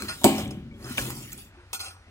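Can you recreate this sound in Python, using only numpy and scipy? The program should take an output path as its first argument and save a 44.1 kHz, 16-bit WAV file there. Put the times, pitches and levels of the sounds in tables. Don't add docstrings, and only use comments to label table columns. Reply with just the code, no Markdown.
import sys
import numpy as np
from scipy import signal
from scipy.fft import rfft, irfft, next_fast_len
from scipy.io import wavfile
from scipy.ndimage import uniform_filter1d, map_coordinates

SR = 44100
rng = np.random.default_rng(int(sys.argv[2]) if len(sys.argv) > 2 else 0)


def transcribe(u):
    v = np.clip(np.atleast_2d(u).T, -1, 1)
    q = np.round(v * 32767).astype(np.int16)
    wavfile.write(sys.argv[1], SR, q)


def volts_from_decibels(level):
    exponent = np.asarray(level, float) / 20
    return 10 ** exponent


N = 92610


def unit(x):
    return x / np.sqrt(np.mean(x ** 2) + 1e-20)


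def along(points, hz):
    f, v = np.transpose(points)
    return np.interp(np.log(hz + 1), np.log(f + 1), v)


def wobble(rate):
    knots = rng.standard_normal(int(N * rate / SR) + 4)
    return map_coordinates(knots, [np.arange(N) * rate / SR])


def filtered(x, response):
    m = next_fast_len(N + 2 * SR)
    return irfft(rfft(x, m) * response(np.fft.rfftfreq(m, 1 / SR)), m)[..., :N]


def spread_out(pair, spectrum):
    # frequency in Hz, left-right likeness from 0 to 1.
    likeness = [(40, 1), (200, 1), (500, 0.86), (1500, 0.95), (5000, 0.23), (12000, 0.067)]

    def response(hz):
        angle = np.arccos(np.clip(along(likeness, hz), -1, 1)) / 2
        return volts_from_decibels(along(spectrum, hz)) * [np.cos(angle), np.sin(angle)]

    mid, side = filtered(pair, response)
    return np.array([mid + side, mid - side])


def patchy(pair, depth_db):
    z = signal.stft(pair, nperseg=512)[2]
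    field = uniform_filter1d(rng.standard_normal(z.shape[1:]), size=4, axis=0)
    field = uniform_filter1d(field, size=14, axis=1)
    return signal.istft(z * volts_from_decibels(depth_db * unit(field)), nperseg=512)[1][:, :N]


def ringing(modes, attack_s, spread, scatter, skirt_db):
    t = np.arange(SR) / SR
    out = np.zeros((2, SR))
    for (hz, db, t60), row in zip(modes, rng.standard_normal((len(modes), 7))):
        turn = spread * row[0] * np.array([[1], [-1]])
        line = volts_from_decibels(-60 * t / t60) * np.sin(2 * np.pi * hz * t + turn + 2 * row[2])
        near = sum(np.sin(2 * np.pi * hz * (1 + scatter * a) * t + b - turn) for a, b in row[1:].reshape(3, 2))
        out += volts_from_decibels(db) * (line + volts_from_decibels(skirt_db - 60 * t / (.35 * t60)) * near)
    out *= 1 - np.exp(-t / attack_s)
    return out / np.linalg.norm(out[0])


def through(x, response):
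    return signal.fftconvolve(x[None], response, axes=1)[:, :N]


def yard():
    # frequency in Hz, level in dB per Hz.
    rumble_colour = [(13, -34), (22, -18), (91, 4.5), (172, -42.5), (333, -21.5), (1090, -25.5),
                     (1350, -21.5), (4640, -32.5), (12000, -49.5), (15600, -87), (22000, -120)]
    # engine line in Hz, amplitude in dB.
    engine_lines = [(46, -56), (87, -70)]
    t = np.arange(N) / SR
    rumble = unit(spread_out(rng.standard_normal((2, N)), rumble_colour))
    out = volts_from_decibels(-52 + 0.5 * wobble(8.52)) * rumble
    for hz, db in engine_lines:
        out += volts_from_decibels(db + 6.1 * wobble(2.7)) * np.sin(2 * np.pi * hz * t + 0.5 * wobble(13))
    return out


def taps():
    # start in seconds, peak in dB, pitch in Hz, t60 in seconds.
    tap_events = [(0.245, -11, 8340, 0.0091), (0.246, -33, 65, 0.18), (.331, -47, 5950, 0.01),
                  (0.3527, -29.5, 5600, .015), (0.3815, -29, 5360, 0.029), (.426, -37, 6150, 0.011),
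                  (.45, -31, 9000, 0.0094), (.456, -31, 2740, 0.028), (0.4783, -36.5, 6000, 0.011),
                  (0.5105, -39, 5600, 0.027), (0.51, -39, 8650, 0.014), (0.515, -30, 212, 0.21),
                  (0.516, -34.5, 88, 0.16), (0.567, -28.5, 197.3, 0.14), (0.639, -41, 231, 0.81),
                  (.712, -53.5, 2264, 0.18), (.74, -59, 3300, .2), (0.774, -41.5, 73.1, .2),
                  (.8273, -45, 4600, 0.028), (.8438, -39.5, 5270, 0.059), (0.838, -36.5, 126, 0.57),
                  (.8996, -41, 9500, 0.027), (.906, -28, 255, 0.085), (.9246, -32, 10000, 0.026),
                  (.9812, -19.5, 1200, 0.013), (.9812, -11.5, 2754, 0.018), (.986, -21.5, 1730, 0.043),
                  (.985, -27.5, 47.3, 0.17), (1.176, -34, 9500, 0.024), (1.2289, -38, 7060, 0.026),
                  (1.287, -41, 3050, 0.054), (1.3197, -33, 7430, 0.018), (1.329, -30, 7700, 0.018),
                  (1.3312, -27.5, 12900, 0.019), (1.3776, -33.5, 8650, 0.014), (1.711, -44.5, 1510, 0.018),
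                  (.084, -34, 4250, 0.18), (.09, -43, 5120, 0.28), (0.244, -14.5, 499, 0.049),
                  (.262, -15.5, 694, 0.049), (0.246, -31.5, 12360, 0.17), (1.01, -34.5, 126, 0.87),
                  (1.7322, -23.5, 6240, 0.034), (1.801, -37.5, 4260, 0.11), (.72, -57, 1200, 0.027),
                  (1.82, -57.5, 765, .5), (1.57, -52.5, 353, .4)]
    out, t = np.zeros(N + SR), np.arange(SR // 2) / SR
    for (at, db, hz, t60), row in zip(tap_events, rng.standard_normal((len(tap_events), 8))):
        wide = .2 * np.clip(.02 / t60, .15, 1)
        wide = min(wide, .3 / (hz * t60 * t60))
        ring = sum(np.sin(2 * np.pi * hz * (1 + wide * a) * t + b) for a, b in row.reshape(4, 2)) / 2
        out[round(at * SR):][:len(t)] += volts_from_decibels(db - 60 * t / t60) * (1 - np.exp(-t * hz)) * ring
    return out[:N]


def cavity():
    # frequency in Hz, t60 in seconds.
    air_decay = [(100, 1), (400, 0.4), (1200, 0.53), (3200, 0.57), (5000, 0.26), (15000, 0.46)]
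    # frequency in Hz, level in dB.
    air_colour = [(30, -16.5), (120, -2.5), (300, -4.5), (520, -12.5), (1300, -23.5), (3100, -20.5),
                  (8000, -27.5), (16000, -33.5)]
    hz, t, z = signal.stft(rng.standard_normal((2, SR)), SR, nperseg=512)
    tail = signal.istft(z * volts_from_decibels(-60 * t / along(air_decay, hz)[:, None]), SR, nperseg=512)[1]
    tail = spread_out(np.pad(tail[:, :SR], ((0, 0), (0, N - SR))), air_colour)
    return tail / np.linalg.norm(tail[0])


def tank_walls():
    # frequency in Hz, level in dB, t60 in seconds.
    wall_modes = [(126, -10.5, 1), (163.4, -8.5, 0.99), (211, -1, 0.68), (265.6, 0, 0.51),
                  (300.3, -3.5, 0.43), (337.2, 0.5, 0.35), (390.8, -5, 0.44), (403.7, -8.5, 0.31),
                  (562, -4, 0.2), (636, -4, 0.3), (748, -8, 0.43), (802, -9.5, 0.52), (926, -5.5, 0.35),
                  (1078, -5, 0.44)]
    return ringing(wall_modes, 0.0036, spread=0.03, scatter=0.042, skirt_db=-1.5)


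def filler_neck():
    # frequency in Hz, level in dB, t60 in seconds.
    neck_modes = [(800, -12, .15), (1320, -9, .2), (2425, -6, .18), (2650, -5, .12), (3235, -13, .13),
                  (4262, -1, .15), (5076, -2, .17), (5720, -14, .5), (6385, -4, .16), (7280, -10, .15),
                  (8300, -7, .2), (8620, -12, .5), (9390, -10, .25), (10040, -4, .17)]
    # frequency in Hz, level in dB, t60 in seconds.
    collar_modes = [(758, -14, 0.24), (926, -11.5, 0.27), (1108, -12, 0.47), (1295, -9.5, 0.37),
                    (1432, -4.5, 0.35), (2147, -13.5, .2), (2400, -3.5, 0.13), (2532, -2.5, 0.09),
                    (2820, -6, 0.07), (3214, -4, .15), (4230, -8, 0.27), (4500, 2, 0.11), (5500, -12.5, .2)]
    rim = ringing(neck_modes, 1e-4, spread=.5, scatter=.012, skirt_db=4)
    return rim + volts_from_decibels(-4) * ringing(collar_modes, 1e-4, spread=1.0, scatter=.02, skirt_db=4)


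def steel_rod():
    # frequency in Hz, level in dB, t60 in seconds.
    bar_modes = [(7270, -6, .18), (7950, -8, .12), (8660, -6, .2), (9600, -8, .18), (10190, -5, .15),
                 (11050, -8, .12), (11840, -6, .2), (12560, 0, .11), (13010, -6, .12), (13800, -7, .12),
                 (14520, -5, .12), (15410, -7, .12)]
    return ringing(bar_modes, 1e-4, spread=.7, scatter=.012, skirt_db=-3)


def scraping():
    # time in seconds, scraping strength in dB, drag on the tank wall in dB,
    # neck ringing in dB, brightness in dB.
    stroke = [(0, -37.5, -28.5, 10.5, -8), (0.068, -42.5, -58.5, -26, -1.5), (0.097, -29, -45, 10, -10.5),
              (0.199, -48, -50, -21, 0.5), (0.399, -38.5, -30.5, 7, -0.5), (.55, -64, -43.5, -12, -14.5),
              (0.681, -110, -48, -18, 18), (0.799, -46, -41.5, -5.5, -13.5), (0.902, -38.5, -36.5, 6.5, -2),
              (0.964, -40, -50, -1.5, -0.5), (1.0, -32, -42, 0, -2), (1.2, -46.5, -42, 3, 3),
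              (1.4, -61.5, -52, -1, 14), (1.489, -67, -61, -9.5, 4), (1.555, -44, -59.5, -15.5, -66.5),
              (1.72, -53.5, -68.5, -5.5, -13.5), (1.852, -44.5, -68.5, 15, -3.5),
              (1.992, -56, -62, -5, -33.5)]
    # frequency in Hz, level in dB per Hz.
    scrape_colour = [(290, -35), (500, -12), (1870, -4.5), (2230, -3.5), (3860, -7), (7530, -7),
                     (16000, -11.5)]
    t = np.arange(N) / SR
    s, *cols = np.transpose(stroke)
    rub_db, drag_db, neck_db, bright_db = [np.interp(t, s, c) for c in cols]

    slips_per_s, slip_spread_db, slip_share = 1200, 4, .3
    slips = (rng.random(N) < slips_per_s / SR) * volts_from_decibels(slip_spread_db * rng.exponential(size=N))
    grain = 1 - slip_share + slip_share * unit(uniform_filter1d(slips, size=24))
    pair = rng.standard_normal((2, N)) * grain * volts_from_decibels(1.5 * wobble(30))

    hiss = unit(patchy(spread_out(pair, scrape_colour), depth_db=5))
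    dull = filtered(hiss, lambda hz: 1 / (1 + (hz / 2130) ** 4))
    hiss = (dull + volts_from_decibels(bright_db) * (hiss - dull)) * volts_from_decibels(rub_db)

    rub = unit(pair[0]) * volts_from_decibels(rub_db)
    drag = unit(filtered(pair[1], lambda hz: 1 / (1 + (hz / 380) ** 2)))
    drag = drag * volts_from_decibels(-16 + drag_db + 3.1 * wobble(25.13))
    return hiss, volts_from_decibels(-9.5 + bright_db) * rub, volts_from_decibels(-12 + neck_db) * rub, volts_from_decibels(-3.5) * drag


def knocking():
    # start in seconds, peak in dB, tank coupling in dB,
    # contact length in seconds, share of the neck from 0 to 1.
    knocks = [
        (0.214, -41, -1, 0.01, 0),
        (0.236, -32, -14.5, 0.011, 0.15),
        (0.2429, -4, -2.5, 0.0024, 0.03),
        (0.3808, -29, 4.5, 0.003, 0.3),
        (0.506, -35, -8, 0.0051, 0.72),
        (0.8672, -42.5, 0, 0.0036, 0.35),
    ]
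    # start in seconds, peak in dB, tank coupling in dB,
    # contact length in seconds, share of the neck from 0 to 1.
    clinks = [(0.0829, -30.5, -24, 0.033, 0.77), (0.091, -51, -15, 0.048, 0.6),
              (0.119, -42, -31, 0.033, 0.9), (1.318, -40.5, -40, 0.025, 0.57),
              (1.382, -46.5, -34, 0.029, 0.4), (1.7301, -26, -37.5, 0.032, 0.58),
              (1.746, -33, -39.5, 0.032, 0.54), (1.793, -35.5, -51.5, 0.03, 0.6),
              (1.801, -33, -63.5, 0.037, 0.79), (1.826, -43, -29, 0.037, 0.63),
              (1.858, -42, -40.5, 0.029, 0.95), (1.904, -48.5, -25, 0.054, 0.62)]
    # start in seconds, peak in dB, tank coupling in dB,
    # contact length in seconds, share of the neck from 0 to 1.
    snag = [
        (0.9738, -28, -16.5, 0.045, 0.41),
        (0.9812, -30, -0.5, 0.0056, 0.5),
    ]
    # frequency in Hz, level in dB per Hz.
    crack_colour = [(530, -47.5), (900, -6), (1950, -33), (3470, 1), (4010, -14.5), (8760, -11),
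                    (16000, -21)]
    # frequency in Hz, level in dB per Hz.
    clatter_colour = [(450, 5.5), (800, 7.5), (1500, -5.5), (3000, -21), (5000, -14.5), (12000, -20),
                      (16000, -24.5)]
    t = np.arange(N) / SR
    crack, on_rod, on_neck, deep, thud, clatter = np.zeros((6, N))
    for at, db, deep_db, length_s, neck in knocks + clinks + snag:
        u = np.clip(t - at, 0, None)
        env = volts_from_decibels(db - 26 * u / length_s) * (1 - np.exp(-u / 0.00023))
        crack += env * (1 - 1.14 * neck)
        on_rod += env * (1 - neck)
        on_neck += env * neck
        deep += env * volts_from_decibels(deep_db)
        thud += volts_from_decibels(db + deep_db - 12) * np.exp(-u / .003) * np.sin(2 * np.pi * 330 * u)
        clatter += volts_from_decibels(db + deep_db / 2 - 6.5 - 60 * u / 0.073) * (u > 0)

    noise = rng.standard_normal((2, N))
    sound = thud + clatter * unit(spread_out(rng.standard_normal((2, N)), clatter_colour))
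    sound = sound + volts_from_decibels(4) * crack * unit(spread_out(noise, crack_colour))
    push = (1 + 1.73 * noise[1]) * deep
    push = push - np.roll(push, 30)
    return sound, volts_from_decibels(3) * on_rod * noise[0], volts_from_decibels(2.5) * on_neck * noise[0], push, volts_from_decibels(13) * deep * noise[0]


def rod_in_tank():
    hiss, rub_rod, rub_neck, drag = scraping()
    contacts, hit_rod, hit_neck, hit_walls, hit_air = knocking()
    return (hiss + contacts
            + through(rub_rod + hit_rod, steel_rod())
            + through(rub_neck + hit_neck, filler_neck())
            + through(drag + hit_walls, tank_walls())
            + through(drag + hit_air, cavity()))


def scene():
    return yard() + taps() + rod_in_tank()


def band_limit(x):
    return signal.sosfilt(signal.butter(12, 16800, fs=SR, output="sos"), x)


def record(dry):
    # frequency in Hz, left over right in dB.
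    port_tilt = [(600, 1.5), (1400, -3), (2800, 4), (5500, 0), (9500, -2), (14000, -1.5)]
    sides = np.array([[1], [-1]])
    lag_s, lag_fades_hz, low_cut_hz, top_hz, ceiling = 1.4e-4, 20000, 36, 15900, .97

    def microphones(hz):
        tilt = volts_from_decibels(along(port_tilt, hz) / 2 * sides)
        band = (hz < top_hz) / (1 - 1j * low_cut_hz / (hz + 1)) ** 2
        lag = np.exp(1j * np.pi * hz * lag_s / (1 + (hz / lag_fades_hz) ** 6) * sides)
        return tilt * band * lag

    mix = ceiling * np.tanh(filtered(dry, microphones) / ceiling)
    return band_limit(mix)


dry = scene()
out = record(dry)
transcribe(out)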